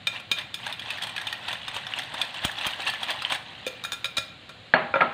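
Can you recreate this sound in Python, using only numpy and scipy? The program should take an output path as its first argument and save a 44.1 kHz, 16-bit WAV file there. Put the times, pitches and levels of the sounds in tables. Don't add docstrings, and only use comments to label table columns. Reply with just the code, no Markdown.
import sys
import numpy as np
from scipy import signal
from scipy.fft import rfft, irfft, next_fast_len
from scipy.io import wavfile
from scipy.ndimage import uniform_filter1d, minimum_filter1d

SR = 44100
rng = np.random.default_rng(int(sys.argv[2]) if len(sys.argv) > 2 else 0)


def digitize_waveform(pressure):
    field = np.atleast_2d(pressure).T
    bounded = np.clip(field, -1, 1)
    quanta = np.round(bounded * 32767).astype(np.int16)
    wavfile.write(sys.argv[1], SR, quanta)


N = 226277
AGE_S = np.arange(SR // 2) / SR

# centre in seconds, squelch level in dB, half length in seconds.
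SWEEPS = [(0.155, -37, 0.022), (0.396, -38.5, 0.027), (0.679, -36, 0.035), (0.897, -39, 0.047),
          (1.035, -33.5, .016), (1.277, -40, .04), (1.507, -35, 0.035), (1.758, -34, 0.016),
          (1.986, -33, 0.019), (2.217, -33.5, .03), (2.445, -30, 0.015), (2.659, -32, 0.03),
          (2.877, -27.5, 0.015), (3.098, -28, 0.014), (3.328, -29, .021)]
# time in seconds, squelch level in dB.
CHURN_CURVE = [(0.45, -47.5), (0.56, -45.5), (1.08, -35.5), (1.45, -37), (2.33, -34.5), (2.77, -32),
               (3.2, -33), (3.42, -40), (3.65, -41.5)]
# start in seconds, level in dB, wire pitch in Hz,
# body in dB, treble in dB.
WIRE_TICKS = [(0.385, -22, 3586, -6, -7), (0.666, -28, 1630, 17, 2.5), (0.7253, -24.5, 3600, -1, -2),
              (0.7945, -26.5, 3310, 3, -3), (0.9038, -20, 2570, 1, -5.5), (0.9834, -25.5, 1820, 0, -11.5),
              (1.0223, -22.5, 3410, -11, 0.5), (1.035, -22, 3230, -18, 0.5), (1.0691, -30, 3300, 16, 3),
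              (1.1628, -24, 2540, -2, -3), (1.179, -22.5, 1680, 0, -8), (1.2141, -31.5, 3640, 13, 4),
              (1.2695, -19, 3580, 1, -5), (1.3262, -20.5, 1850, 6, -3.5), (1.483, -21.5, 2640, 11, -5),
              (1.5287, -24, 3570, 14, 0), (1.6801, -24, 3620, 12.5, -2.5), (1.7642, -26, 3700, 18.5, 0),
              (1.867, -25, 3500, 8, -6.5), (1.9874, -26, 3500, -3, 4), (2.141, -30, 3630, 22, 3.5),
              (2.2144, -15, 3444, -6, -3.5), (2.3437, -33, 3720, 11, 1.5), (2.4483, -16, 3290, 12, 4),
              (2.585, -24, 3370, -3, -7.5), (2.611, -24.5, 2700, -5, -9), (2.6517, -25.5, 3230, 14, -6),
              (2.666, -20.5, 3170, 14, 8), (2.8775, -20.5, 2726, 10, -1.5), (2.8978, -23, 3230, -8, 1.5),
              (2.9363, -26.5, 1740, 17, -5), (3.0302, -19, 3260, 10.5, -5.5), (3.1038, -22, 3260, 4, 4),
              (3.2201, -23.5, 2700, 16.5, -1.5), (3.3039, -20.5, 3200, 10, -20),
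              (3.3213, -20.5, 3370, 17.5, 2.5), (3.3441, -24, 3390, -3, 0)]
# start in seconds, level in dB, body in dB, treble in dB,
# wire pitch in Hz, rebound in dB against the tap.
GLASS_TAPS = [(0.07, -11, -5.5, -2, 3685, -39), (0.3145, -8.5, -7, -2, 3660, -25),
              (0.5421, -21.5, -9, 6, 3400, -17), (3.6653, -22, -1.5, 6.5, 2500, -2),
              (3.8384, -26, 6, 9.5, 3783, 1.5), (3.92, -22, 5.5, 8.5, 3630, -1.5),
              (4.0441, -18, 2, 4, 3825, -3.5), (4.1692, -14.5, 1.5, 4, 3856, 0.5),
              (4.4922, -35, 11, 4, 3670, -11)]
# start in seconds, level in dB, pitch in Hz.
MIX_POPS = [(1.9375, -13, 2850), (2.4968, -17.5, 1700), (2.7325, -20, 2900), (2.797, -29, 780),
            (3.107, -27, 640), (3.2498, -11, 3100), (3.667, -28, 510)]
# start in seconds, level in dB.
BOWL_BUMPS = [(0.312, -33), (2.449, -22.5), (2.665, -30.5), (4.181, -33)]
# start in seconds, clack level in dB, clack pitch in Hz,
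# clack T60 in seconds, glass level in dB, rattle and body level in dB.
HARD_KNOCKS = [(4.738, 5, 1666, 0.0083, -28.5, -9.5), (4.7387, -31.5, 4310, 0.06, -49, -27),
               (4.7605, -23, 1470, 0.0075, -56, -25), (4.9397, -27, 1470, 0.061, -20, -21.5),
               (4.957, -19, 1480, 0.015, -19, -20), (5.007, -10.5, 1640, 0.013, -31, -19.5),
               (5.011, -4, 2330, 0.0061, -24.5, -17), (5.018, -18, 1294, 0.12, -22, -18.5)]

# frequency in Hz, level in dB, T60 in seconds.
GLASS_MODES = [(545, -19, .13), (640, -21, .16), (1372, -7, .18), (1408, -11, .13), (1648, -12, .15),
               (2368, -1, .13), (2415, -5, .1), (2510, -8, .07), (3100, -17, .07), (3590, -7, .12),
               (3665, -7, .08), (3900, -12, .07), (4400, -22, .09), (5030, -18, .09), (6230, -24, .08),
               (6700, -19, .11), (8530, -18, .11), (10610, -25, .09), (12780, -27, .08), (15350, -24, .07)]
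WIRE_MODES = [(1695, -10.5, 0.015), (2435, 1.5, 0.098), (2640, -43, 0.0088), (3120, -40, 0.0034),
              (3630, -6, 0.13), (4955, -8, 0.031)]
KNOCK_BODY_MODES = [(180, -22, 0.25), (237.6, -15, 0.49), (630, -4.5, 0.33), (774, -13, 0.17),
                    (802, -11.5, 0.73), (931, 0.5, 0.11), (1020, -14, 0.27), (1278, 0.5, 0.13),
                    (1980, -12, 0.23), (2250, -12.5, .22), (4400, -32, .2)]
THUD_MODES = [(75, -7, .035), (120, -2, .028), (190, 1, .022), (330, -2, .018)]

# frequency in Hz, gain in dB.
ROOM_NOISE_EQ = [(15, -94), (25, -34), (108, 0), (285, -10), (416, -15.5), (503, -10.5), (677, -14.5),
                 (734, -7.5), (863, -19), (1040, -15), (1740, -13.5), (4030, -11), (5570, -37.5),
                 (7110, -31.5), (16000, -59)]
SQUELCH_EQ = [(900, -28.5), (1400, -5.5), (1820, 2.5), (2200, -3.5), (2700, 2), (3350, 2.5), (4000, -1.5),
              (5200, -19), (7000, -30), (12000, -68.5)]
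SLOSH_EQ = [(100, -38.5), (250, -7), (430, -16.5), (560, -4), (780, 2), (1050, 2), (1350, -8), (1900, -1),
            (4000, -63.5)]
SCRAPE_EQ = [(3000, -8), (5300, 0), (7600, 0.5), (9000, -8), (11000, -10.5), (14000, -12.5), (15400, -11)]
SQUEAK_EQ = [(5600, -0.5), (6400, 2), (7650, -2), (8300, 11.5), (8900, 5), (9500, 8), (10500, 1),
             (11400, 4.5), (11900, -2), (13000, 1), (13600, 9.5), (14600, -1.5), (15400, 5)]
CONTACT_EQ = [(80, -23.5), (400, -30.5), (800, -8.5), (1800, 0), (2200, -9), (3400, 6), (4200, -0.5),
              (5500, -10.5), (8400, -16.5), (11000, -19.5), (12200, -23.5), (15000, -23.5)]
RATTLE_EQ = [(30, -60), (70, -23), (170, -4), (400, -7), (650, 1), (1100, -1.5), (1600, -3.5), (2400, -7.5),
             (3300, -14.5), (4400, -27), (5300, -55), (10000, -62), (15000, -69.5)]
BLUNT_BLOW_EQ = [(50, -27), (500, 17.5), (1400, 7), (2400, -5.5), (3600, -13), (5000, -11.5), (6700, -24),
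                 (9000, -27), (15000, -45)]
THUD_EQ = [(20, -22), (60, 4), (500, 7), (2000, -36)]
CLACK_EQ = [(40, -41), (400, -1.5), (4400, 5.5), (6500, -14), (12000, -18)]
KNOCK_BODY_EQ = [(40, -15.5), (160, 1.5)]
BARE_GLASS_EQ = [(600, 4.5), (1400, 0), (2400, 0), (3600, 3), (5000, 4.5), (9000, 0)]

# frequency in Hz, T60 in seconds.
ROOM_T60 = [(150, 0.56), (1000, 0.51), (4000, 0.38), (9000, 0.26), (15000, 0.34)]


def amp(db):
    return 10 ** (np.asarray(db) / 20)


def unit_rms(x):
    return x / np.sqrt(np.mean(x ** 2) + 1e-20)


def log_interp(points, hz):
    point_hz, values = np.transpose(points)
    return np.interp(np.log(hz + 1), np.log(point_hz), values)


def add(track, start_s, sound):
    start = max(round(start_s * SR), 0)
    part = sound[:max(N - start, 0)]
    track[start:start + len(part)] += part


def colour(x, *spectra):
    size = 2 * next_fast_len(len(x) // 2 + 2048)
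    hz = np.fft.rfftfreq(size, 1 / SR)
    gain = amp(sum(log_interp(eq, hz) for eq in spectra))
    cepstrum = irfft(np.log(gain), size)
    cepstrum[1:size // 2] *= 2
    cepstrum[size // 2 + 1:] = 0
    return irfft(rfft(x, size) * np.exp(rfft(cepstrum)), size)[:len(x)]


def ring(modes, scatter_db):
    hz, db, t60_s = np.transpose(modes)[:, :, None]
    strength = amp(db + scatter_db * rng.standard_normal(hz.shape)) * rng.choice([-1, 1], hz.shape)
    return np.sum(strength * amp(-60 * AGE_S / t60_s) * np.sin(2 * np.pi * hz * AGE_S), 0)


def chatter(t60_s, hold_s=0):
    return rng.standard_normal(len(AGE_S)) * amp(-60 * np.maximum(AGE_S - hold_s, 0) / t60_s)


def blow_note(hz, t60_s):
    attack = 1 - np.exp(-AGE_S / .0006)
    return np.sin(2 * np.pi * hz * AGE_S) * amp(-60 * AGE_S / t60_s) * attack


def contact_point(depth_db):
    hz = np.arange(3900, 16000, 130)
    treble = hz > hz[0]
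    db = depth_db * np.clip(rng.standard_normal(len(hz)), -2, 1.6) * treble
    mean_db = 10 * np.log10(np.mean(amp(db) ** 2))
    return np.transpose([hz, db - mean_db * treble])


def crackle(per_s, spread_db, hiss):
    size = amp(spread_db * np.minimum(rng.exponential(size=N), 4))
    snaps = (rng.random(N) < per_s / SR) * size ** 2
    energy = signal.lfilter([1], [1, -np.exp(-1000 / SR)], snaps)
    return unit_rms(np.sqrt(energy / energy.mean() + hiss ** 2) * rng.standard_normal(N))


def pings(per_s, centre_hz, cycles, spread_db, rise):
    starts = np.flatnonzero(rng.random(N) < per_s / SR)
    hz = np.minimum(centre_hz * np.exp(0.353 * rng.standard_normal(N)[starts, None]), SR / 2)
    size = amp(spread_db * np.minimum(rng.exponential(size=N)[starts, None], 3))
    periods = hz * AGE_S[:SR // 60]
    envelope = np.exp(-periods / cycles) - np.exp(-4 * periods / cycles)
    waves = size * envelope * np.sin(2 * np.pi * periods * (1 + rise * periods / cycles))
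    samples = starts[:, None] + np.arange(periods.shape[1])
    return unit_rms(np.bincount(samples.ravel(), waves.ravel(), N)[:N])


def room_noise(rms_db=-48):
    return amp(rms_db) * unit_rms(colour(rng.standard_normal(N), ROOM_NOISE_EQ))


def room_reverb(x):
    hz, t_s, noise = signal.stft(rng.standard_normal(SR // 2), SR, nperseg=256)
    decay = amp(-60 * t_s / log_interp(ROOM_T60, hz)[:, None])
    tail = signal.istft(noise * decay, SR, nperseg=256)[1]
    tail = np.pad(tail / np.linalg.norm(tail), (SR // 200, 0))
    return signal.fftconvolve(x, tail)[:N]


def bowl_bumps():
    out = np.zeros(N)
    for start_s, db in BOWL_BUMPS:
        add(out, start_s, amp(db - 5) * colour(ring(THUD_MODES, scatter_db=1), THUD_EQ))
    return out


def hard_knocks():
    out = np.zeros(N)
    for start_s, clack_db, hz, t60_s, glass_db, rattle_db in HARD_KNOCKS:
        clack = amp(clack_db + 1.5) * colour(blow_note(hz, t60_s), CLACK_EQ)
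        glass = amp(glass_db - 4.5) * colour(ring(GLASS_MODES, scatter_db=5), BLUNT_BLOW_EQ)
        rattle = amp(11) * colour(chatter(t60_s=0.042) + 0.33 * chatter(t60_s=0.45), RATTLE_EQ)
        body = amp(-11) * colour(ring(KNOCK_BODY_MODES, scatter_db=1.5), KNOCK_BODY_EQ)
        add(out, start_s, clack + glass + amp(rattle_db) * (rattle + body))
    return out


def glass_taps(rebound_s=0.011, damping_db_per_s=110):
    out = np.zeros(N)
    hand = amp(-damping_db_per_s * AGE_S)
    for tap_s, tap_db, body_db, treble_db, hz, rebound_db in GLASS_TAPS:
        tone_eq = [(1500, body_db), (2200, 0), (4200, 0), (7000, treble_db)]
        for start_s, db in [(tap_s, tap_db), (tap_s + rebound_s, tap_db + rebound_db)]:
            spot_eq = contact_point(depth_db=7)
            crack = amp(-2) * colour(chatter(t60_s=0.031, hold_s=0.002), CONTACT_EQ, spot_eq)
            steel = amp(-11) * ring(WIRE_MODES, scatter_db=0.5) + amp(-3) * blow_note(hz, t60_s=0.052)
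            glass = amp(-13) * colour(ring(GLASS_MODES, scatter_db=1.5), BARE_GLASS_EQ)
            add(out, start_s, amp(db) * colour(crack + (steel + glass) * hand, tone_eq))
    return out


def mix_pops(t60_cycles=38):
    out = np.zeros(N)
    for start_s, db, hz in MIX_POPS:
        bubble = ring([(hz, 0, t60_cycles / hz), (hz * 0.64, -9, .007)], scatter_db=5)
        band_eq = [(hz / 8, -20), (hz / 2, 0), (hz * 1.3, 0), (hz * 4, -14)]
        add(out, start_s, amp(db) * colour(bubble, band_eq))
    return out


def grazes(per_sweep=2, spread_s=0.07, centre_hz=3020, body_db=6, treble_db=-1):
    sweeps = np.repeat(SWEEPS, per_sweep, axis=0)
    chance = rng.uniform(-1, 1, (len(sweeps), 3))
    return [(at_s + spread_s * lag, db + 3 * force, centre_hz * np.exp(0.246 * note), body_db, treble_db)
            for (at_s, db, _), (lag, force, note) in zip(sweeps, chance)]


def wire_ticks():
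    out = np.zeros(N)
    grip = 1 - np.exp(-AGE_S / 0.00027)
    for start_s, db, hz, body_db, treble_db in list(WIRE_TICKS) + grazes():
        spot_eq = contact_point(depth_db=6)
        skid = amp(2) * colour(grip * chatter(t60_s=0.031, hold_s=0.0016), CONTACT_EQ, SQUEAK_EQ, spot_eq)
        steel = amp(-19) * ring(WIRE_MODES, scatter_db=2.5) + amp(-0.5) * blow_note(hz, t60_s=0.043)
        glass = amp(-23) * ring(GLASS_MODES, scatter_db=0.5)
        tone_eq = [(900, body_db), (1900, 0), (4200, 0), (7000, treble_db)]
        add(out, start_s, amp(db) * colour(skid + steel + glass, tone_eq))
    return out


def whisk_motion(dip_lead_s=0.0713, dip_db=-7, lift_lag_s=0.105, lift_db=-1.5, settle_db_per_s=22):
    t_s = np.arange(N) / SR

    def swell(centre_s, half_s):
        return np.exp(-((t_s - centre_s) / half_s) ** 2)

    curve_s, curve_db = np.transpose(CHURN_CURVE)
    idle_s = np.abs(t_s - np.clip(t_s, curve_s[0], curve_s[-1]))
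    lifted = sum(swell(at_s + lift_lag_s, half_s=0.026) for at_s, _, _ in SWEEPS)
    churn_db = np.interp(t_s, curve_s, curve_db) - 5.5 + lift_db * lifted - settle_db_per_s * idle_s
    sweep_power = np.zeros(N)
    for at_s, db, half_s in SWEEPS:
        dip = amp(dip_db) ** 2 * swell(at_s - dip_lead_s, half_s=0.012)
        sweep_power += amp(db) ** 2 * (swell(at_s, half_s) + dip)
    return amp(churn_db) ** 2, sweep_power


def stirring(slosh_db=-6, churn_scrape_db=-20, sweep_scrape_db=-18.5):
    churn_power, sweep_power = whisk_motion()
    drag_power = churn_power.max() * (churn_power / churn_power.max()) ** 1.23
    wet_gain = np.sqrt(churn_power + sweep_power)
    scrape_gain = np.sqrt(amp(churn_scrape_db) ** 2 * drag_power + amp(sweep_scrape_db) ** 2 * sweep_power)
    oats = crackle(per_s=500, spread_db=4.5, hiss=1.0)
    oats += 0.24 * pings(per_s=350, centre_hz=2614, cycles=6.5, spread_db=7.5, rise=0.022)
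    egg = crackle(per_s=330, spread_db=1.5, hiss=0.88)
    egg += 0.1 * pings(per_s=180, centre_hz=954, cycles=2.4, spread_db=2.5, rise=0.023)
    friction = 0.74 * rng.standard_normal(N)
    friction += pings(per_s=700, centre_hz=9010, cycles=6.1, spread_db=3.5, rise=0)
    squelch = unit_rms(colour(oats, SQUELCH_EQ))
    slosh = amp(slosh_db) * unit_rms(colour(egg, SLOSH_EQ))
    scrape = unit_rms(colour(friction, SCRAPE_EQ, SQUEAK_EQ))
    return wet_gain * (squelch + slosh) + scrape_gain * scrape


def scene():
    whisking = stirring() + wire_ticks() + mix_pops()
    taps, knocks = glass_taps(), hard_knocks()
    reverb = room_reverb(amp(-10.5) * whisking + amp(-9) * taps + amp(-16) * knocks)
    return (room_noise() + reverb + bowl_bumps() + knocks + taps + whisking)[None]


def record(dry):
    ceiling, window_samples, cutoff_hz = 0.9, 200, 15550
    needed_gain = ceiling / np.maximum(np.abs(dry), ceiling)
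    gain = uniform_filter1d(minimum_filter1d(needed_gain, window_samples), window_samples)
    size = next_fast_len(N + SR // 2)
    passband = np.fft.rfftfreq(size, 1 / SR) < cutoff_hz
    return irfft(rfft(dry * gain, size) * passband, size)[..., :N]


dry = scene()
out = record(dry)
digitize_waveform(out)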